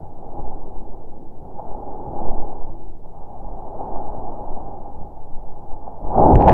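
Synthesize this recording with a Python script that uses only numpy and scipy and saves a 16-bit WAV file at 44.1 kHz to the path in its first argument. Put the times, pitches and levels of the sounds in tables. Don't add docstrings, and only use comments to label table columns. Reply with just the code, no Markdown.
import sys
import numpy as np
from scipy import signal
from scipy.io import wavfile
from scipy.ndimage import uniform_filter1d, minimum_filter1d

SR = 44100
rng = np.random.default_rng(int(sys.argv[2]) if len(sys.argv) > 2 else 0)


def wav_record(signal):
    frames = np.transpose(np.atleast_2d(signal))
    bounded = np.clip(frames, -1, 1)
    quanta = np.round(bounded * 32767).astype(np.int16)
    wavfile.write(sys.argv[1], SR, quanta)


N = 287973

# time in seconds, bright rustle in dB, middle rustle in dB above the bright.
RUBBING = [(0.0, -41.5, -3.5), (0.06, -43.5, -6), (0.12, -46.5, 1), (0.4, -36.5, -1.5), (0.62, -43, 1.5),
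           (1.35, -50.5, 5.5), (1.52, -42.5, -0.5), (1.54, -44, 3), (1.59, -41, -1.5), (1.67, -36.5, -4),
           (2.1, -35.5, 0), (2.22, -30.5, -1), (2.64, -41, -1.5), (3.01, -54.5, 4), (3.19, -42, -6),
           (3.69, -37, -3), (3.86, -32, -4), (4.68, -36.5, -3.5), (5.21, -45.5, -3), (6.0, -40.5, -4)]
# time in seconds, bright rustle in dB, then middle rustle,
# rumble and deep rumble, each in dB above the bright.
DRAGGING = [(6.02, -39.5, 2, 0, 3), (6.132, -24.5, -7, -9.5, -5), (6.19, -13, -3, -7.5, -15.5),
            (6.298, -14.5, -0.5, -6, -6), (6.314, -13, -3, -3.5, -19), (6.362, -21, 4, 13, 10),
            (6.42, -14, -3.5, -11, -5), (6.444, -19, 0.5, -3, -3), (6.482, -5, -9.5, -6, -16),
            (6.53, -17.5, 3.5, 3, -2)]
# time in seconds, level in dB.
SCRAPE_LEVEL = [(6.36, -51), (6.394, -55), (6.4, -51.5), (6.465, -52), (6.495, -26), (6.504, -38.5),
                (6.53, -35)]
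# time in seconds, body level in dB, top treble in dB above the body.
SNAP_HITS = [(6.356, -22.5, -16), (6.4016, -38, -30), (6.4091, -31.5, -30), (6.4236, -27, -30),
             (6.4268, -42, -33), (6.439, -40, -31), (6.445, -37, -30), (6.455, -38, -29), (6.462, -39, -28),
             (6.4771, -22, -25), (6.482, -20.5, -19), (6.4859, -12, -27), (6.4912, -26, -26),
             (6.4955, -13.5, -25.5), (6.4984, -26.5, -28), (6.4987, -29, -30), (6.507, -27, -27),
             (6.5106, -37, -31), (6.5176, -27.5, -25), (6.5208, -24, -28)]
# time in seconds, peak level in dB.
TICK_HITS = [(0.055, -34), (0.234, -35), (0.39, -25.5), (0.52, -28), (0.762, -31), (0.944, -34),
             (1.452, -35), (1.594, -20.5), (2.19, -24.5), (2.46, -31), (2.527, -24.5), (3.058, -34.5),
             (3.574, -32), (3.809, -20.5), (3.958, -18.5), (4.285, -27), (4.491, -30), (4.757, -38),
             (4.863, -31), (5.03, -31.5), (5.173, -34), (5.626, -32), (5.716, -25.5), (5.877, -22)]
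# time in seconds, level in dB.
TONG_BUMPS = [(0.02, -36.5), (.4, -34), (1.42, -39), (2.09, -32), (2.26, -36), (2.39, -38), (2.7, -38),
              (3.46, -46), (3.83, -42.5), (4.19, -36.5), (4.64, -39.5), (5.0, -35), (5.39, -54),
              (5.63, -47)]
# time in seconds, shake level in dB, deep thud level in dB.
HAND_JOLTS = [(.42, -15, -30), (.53, -14.5, -36), (.77, -16.5, -35), (0.968, -18, -43), (1.75, -16, -38.5),
              (2.3, -4, -27), (2.579, -10.5, -40), (2.849, -20, -34), (3.47, -25, -31), (3.93, -15, -35.5),
              (4.098, -14.5, -34), (4.33, -17, -35.5), (4.501, -15, -43), (4.72, -29, -38),
              (5.0, -24, -38.5), (5.36, -11.5, -38), (5.73, -17.5, -38), (6.05, -17, -33),
              (6.251, -12.5, -39), (6.42, -14, -36.5)]

# frequency in Hz, gain in dB.
BRIGHT_COLOUR = [(250, -30.5), (500, -12), (700, -4), (835, 2), (950, -9.5), (1270, -28.5), (1550, -39),
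                 (1750, -49.5), (3000, -65.5), (5000, -75), (12000, -112)]
# frequency in Hz, gain in dB.
MIDDLE_COLOUR = [(90, -29.5), (170, -4), (230, 0.5), (300, 2), (390, 4.5), (500, -2.5), (700, -13.5),
                 (1200, -75), (3000, -102), (8000, -130)]
# frequency in Hz, gain in dB.
SCRAPE_COLOUR = [(900, -20), (1600, 5.5), (2500, -11.5), (4000, -24.5), (7000, -33), (15000, -62.5)]
# frequency in Hz, gain in dB.
SNAP_COLOUR = [(700, -18), (1300, 3), (1700, 7), (2050, -2), (2500, -0.5), (4200, -19), (6000, -30.5),
               (12000, -67)]
# frequency in Hz, gain in dB.
SNAP_TOP_COLOUR = [(3500, -44.5), (5500, -2), (7000, 1.5), (10000, -9), (15000, -11.5)]
# frequency in Hz, gain in dB.
TICK_COLOUR = [(200, -23), (500, -1.5), (780, 10.5), (950, -2), (1300, -41.5), (2000, -73), (6000, -110)]
# frequency in Hz, gain in dB.
RUMBLE_COLOUR = [(30, -24), (60, 3.5), (90, 3), (120, 1), (170, -1), (300, -19), (800, -88.5), (3000, -130)]
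# frequency in Hz, gain in dB.
DEEP_COLOUR = [(10, -26), (22, 3), (35, 14.5), (55, -7.5), (90, -23.5), (250, -70), (1500, -140)]
# frequency in Hz, gain in dB.
SHAKE_COLOUR = [(1, -7.5), (3, 2.5), (8, 1.5), (14, -10.5), (22, -42), (40, -47), (100, -102), (500, -160)]
# frequency in Hz, gain in dB.
HISS_COLOUR = [(1000, 15.5), (2500, 1.5), (5000, -2), (10000, -2), (16000, -2.5)]

SCUFF_DB, SCUFF_RISE_DB_PER_S, SCUFF_FALL_DB_PER_S = -12, 603, 350
GRIT_DB, GRIT_LEAD_T60_S, GRIT_TAIL_T60_S = -19, 0.0037, 0.011
RUB_MEAN_DB = -39
RUMBLE_DB, RUMBLE_FOLLOWS = -44.5, 0.23
DEEP_DB, DEEP_FOLLOWS = -44, 0.33
BUMP_RISE_DB_PER_S, BUMP_FALL_DB_PER_S = 309.5, 147.5
JOLT_RISE_DB_PER_S, SHAKE_FALL_DB_PER_S, THUD_FALL_DB_PER_S, SHAKE_REST_DB = 151, 76, 58.5, -26
TONE_S, TONE_HZ, TONE_DB = 2.73, 335, -40.5
TONE_RISE_DB_PER_S, TONE_FALL_DB_PER_S = 398, 59.5
STEP_S = 0.005
CEILING, HISS_DB, EDGE_HZ = 1, -71, 15750


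def rustle():
    strike = np.array(DRAGGING)[:, :3]
    s, bright_db, middle_db = np.transpose(np.r_[RUBBING, strike])
    tick_s, tick_db = np.transpose(TICK_HITS)
    rub = grainy(per_s=500, spread_db=3.0, share=0.2)
    scuffed = peaked(np.c_[s, bright_db], tick_s, tick_db + SCUFF_DB, SCUFF_RISE_DB_PER_S, SCUFF_FALL_DB_PER_S)
    bright = played(scuffed, colour(rub, BRIGHT_COLOUR), steady_s=0.13)
    middle = played(np.c_[s, bright_db + middle_db], colour(rub, MIDDLE_COLOUR), steady_s=0.47)
    return bright + middle


def scrape():
    slips = grainy(per_s=1900, spread_db=8.0, share=0.72)
    return played(SCRAPE_LEVEL, colour(slips, SCRAPE_COLOUR), steady_s=0.02)


def snaps():
    s, db, top_db = np.transpose(SNAP_HITS)
    t = np.arange(-400, 401) / SR
    t60 = np.where(t < 0, GRIT_LEAD_T60_S, GRIT_TAIL_T60_S)
    grit = gain_of(GRIT_DB - 60 * abs(t) / t60)
    body = struck(s, db, SNAP_COLOUR, grit)
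    top = struck(s, db + top_db, SNAP_TOP_COLOUR, grit)
    return body + top


def ticks():
    s, db = np.transpose(TICK_HITS)
    return struck(s, db, TICK_COLOUR)


def rumble():
    _, drag_db, _, rumble_db, deep_db = np.transpose(DRAGGING)
    jolt_s, _, thud_db = np.transpose(HAND_JOLTS)
    bump_s, bump_db = np.transpose(TONG_BUMPS)
    drag = grainy(per_s=140, spread_db=3.5, share=0.15)
    low_level = following(RUMBLE_DB, RUMBLE_FOLLOWS, drag_db + rumble_db)
    low_level = peaked(low_level, bump_s, bump_db, BUMP_RISE_DB_PER_S, BUMP_FALL_DB_PER_S)
    deep_level = following(DEEP_DB, DEEP_FOLLOWS, drag_db + deep_db)
    deep_level = peaked(deep_level, jolt_s, thud_db, JOLT_RISE_DB_PER_S, THUD_FALL_DB_PER_S)
    low = played(low_level, colour(drag, RUMBLE_COLOUR), steady_s=0.063)
    deep = played(deep_level, colour(drag, DEEP_COLOUR), steady_s=0.21)
    return low + deep


def shake():
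    s, db, _ = np.transpose(HAND_JOLTS)
    level = peaked([(0, SHAKE_REST_DB)], s, db, JOLT_RISE_DB_PER_S, SHAKE_FALL_DB_PER_S)
    return played(level, colour(rng.standard_normal(N), SHAKE_COLOUR), steady_s=0.17)


def tone():
    t = np.arange(N) / SR - TONE_S
    db = TONE_DB + np.where(t < 0, TONE_RISE_DB_PER_S, -TONE_FALL_DB_PER_S) * t
    return gain_of(db) * np.sin(2 * np.pi * TONE_HZ * t)


def grainy(per_s, spread_db, share):
    sizes = gain_of(spread_db * np.minimum(rng.exponential(1, N), 4))
    happens = rng.random(N) < per_s / SR
    slips = evened(sizes * happens * rng.choice([-1., 1.], N))
    return np.sqrt(share) * slips + np.sqrt(1 - share) * rng.standard_normal(N)


def struck(s, db, points, grit=0):
    blows, click = np.zeros(N), np.zeros(4096)
    blows[np.round(s * SR).astype(int)] = gain_of(db)
    grit_level = signal.fftconvolve(blows, np.atleast_1d(grit), "same")
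    blows = blows + grit_level * rng.standard_normal(N)
    click[0] = 1
    ring = colour(click, points)
    return signal.fftconvolve(blows, ring / abs(ring).max())[:N]


def played(rows, sound, steady_s):
    s, db = np.transpose(rows)
    width = round(steady_s * SR)
    power = uniform_filter1d(uniform_filter1d(sound ** 2, width), width)
    own = np.sqrt(abs(power))
    level = gain_of(np.interp(np.arange(N) / SR, s, db, left=-120))
    level = uniform_filter1d(level, size=132)
    return level * sound / (own + 0.053 * own.mean())


def following(rest_db, share, drag_db):
    s, db, _ = np.transpose(RUBBING)
    approach = np.c_[s, rest_db + share * (db - RUB_MEAN_DB)]
    drag = np.c_[np.transpose(DRAGGING)[0], drag_db]
    return np.r_[approach, drag]


def peaked(rows, s, db, rise_db_per_s, fall_db_per_s):
    t = np.arange(0, N / SR + STEP_S, STEP_S)
    late = t[:, None] - s
    peaks = db + np.where(late < 0, rise_db_per_s, -fall_db_per_s) * late
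    base_power = gain_of(2 * np.interp(t, *np.transpose(rows)))
    power = base_power + gain_of(2 * peaks).sum(axis=1)
    return np.c_[t, 10 * np.log10(power)]


def colour(x, points):
    size = 2 ** 16
    hz, db = np.transpose(points)
    bins_hz = abs(np.fft.fftfreq(size, 1 / SR))
    gain_db = np.interp(np.log(bins_hz + 1), np.log(hz + 1), db)
    log_gain = np.log(gain_of(gain_db))
    response = np.exp(np.conj(signal.hilbert(log_gain)))
    taps = np.fft.ifft(response).real[:size // 2]
    return signal.fftconvolve(x, taps)[:len(x)]


def gain_of(db):
    return 10 ** (np.asarray(db) / 20)


def evened(x):
    return x / np.sqrt(np.mean(x ** 2) + 1e-20)


def scene():
    strike = rustle() + scrape() + snaps()
    tongs = ticks() + rumble() + shake()
    return (strike + tongs + tone())[None]


def record(dry):
    allowed = np.minimum(1, CEILING / (abs(dry[0]) + 1e-9))
    held = minimum_filter1d(allowed, size=441)
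    gain = uniform_filter1d(uniform_filter1d(held, size=220), size=220)
    hiss = gain_of(HISS_DB) * evened(colour(rng.standard_normal(N), HISS_COLOUR))
    band_limit = signal.firwin(1023, EDGE_HZ, window=("kaiser", 9), fs=SR)
    return signal.oaconvolve(dry * gain + hiss, band_limit[None], "same")


dry = scene()
out = record(dry)
wav_record(out)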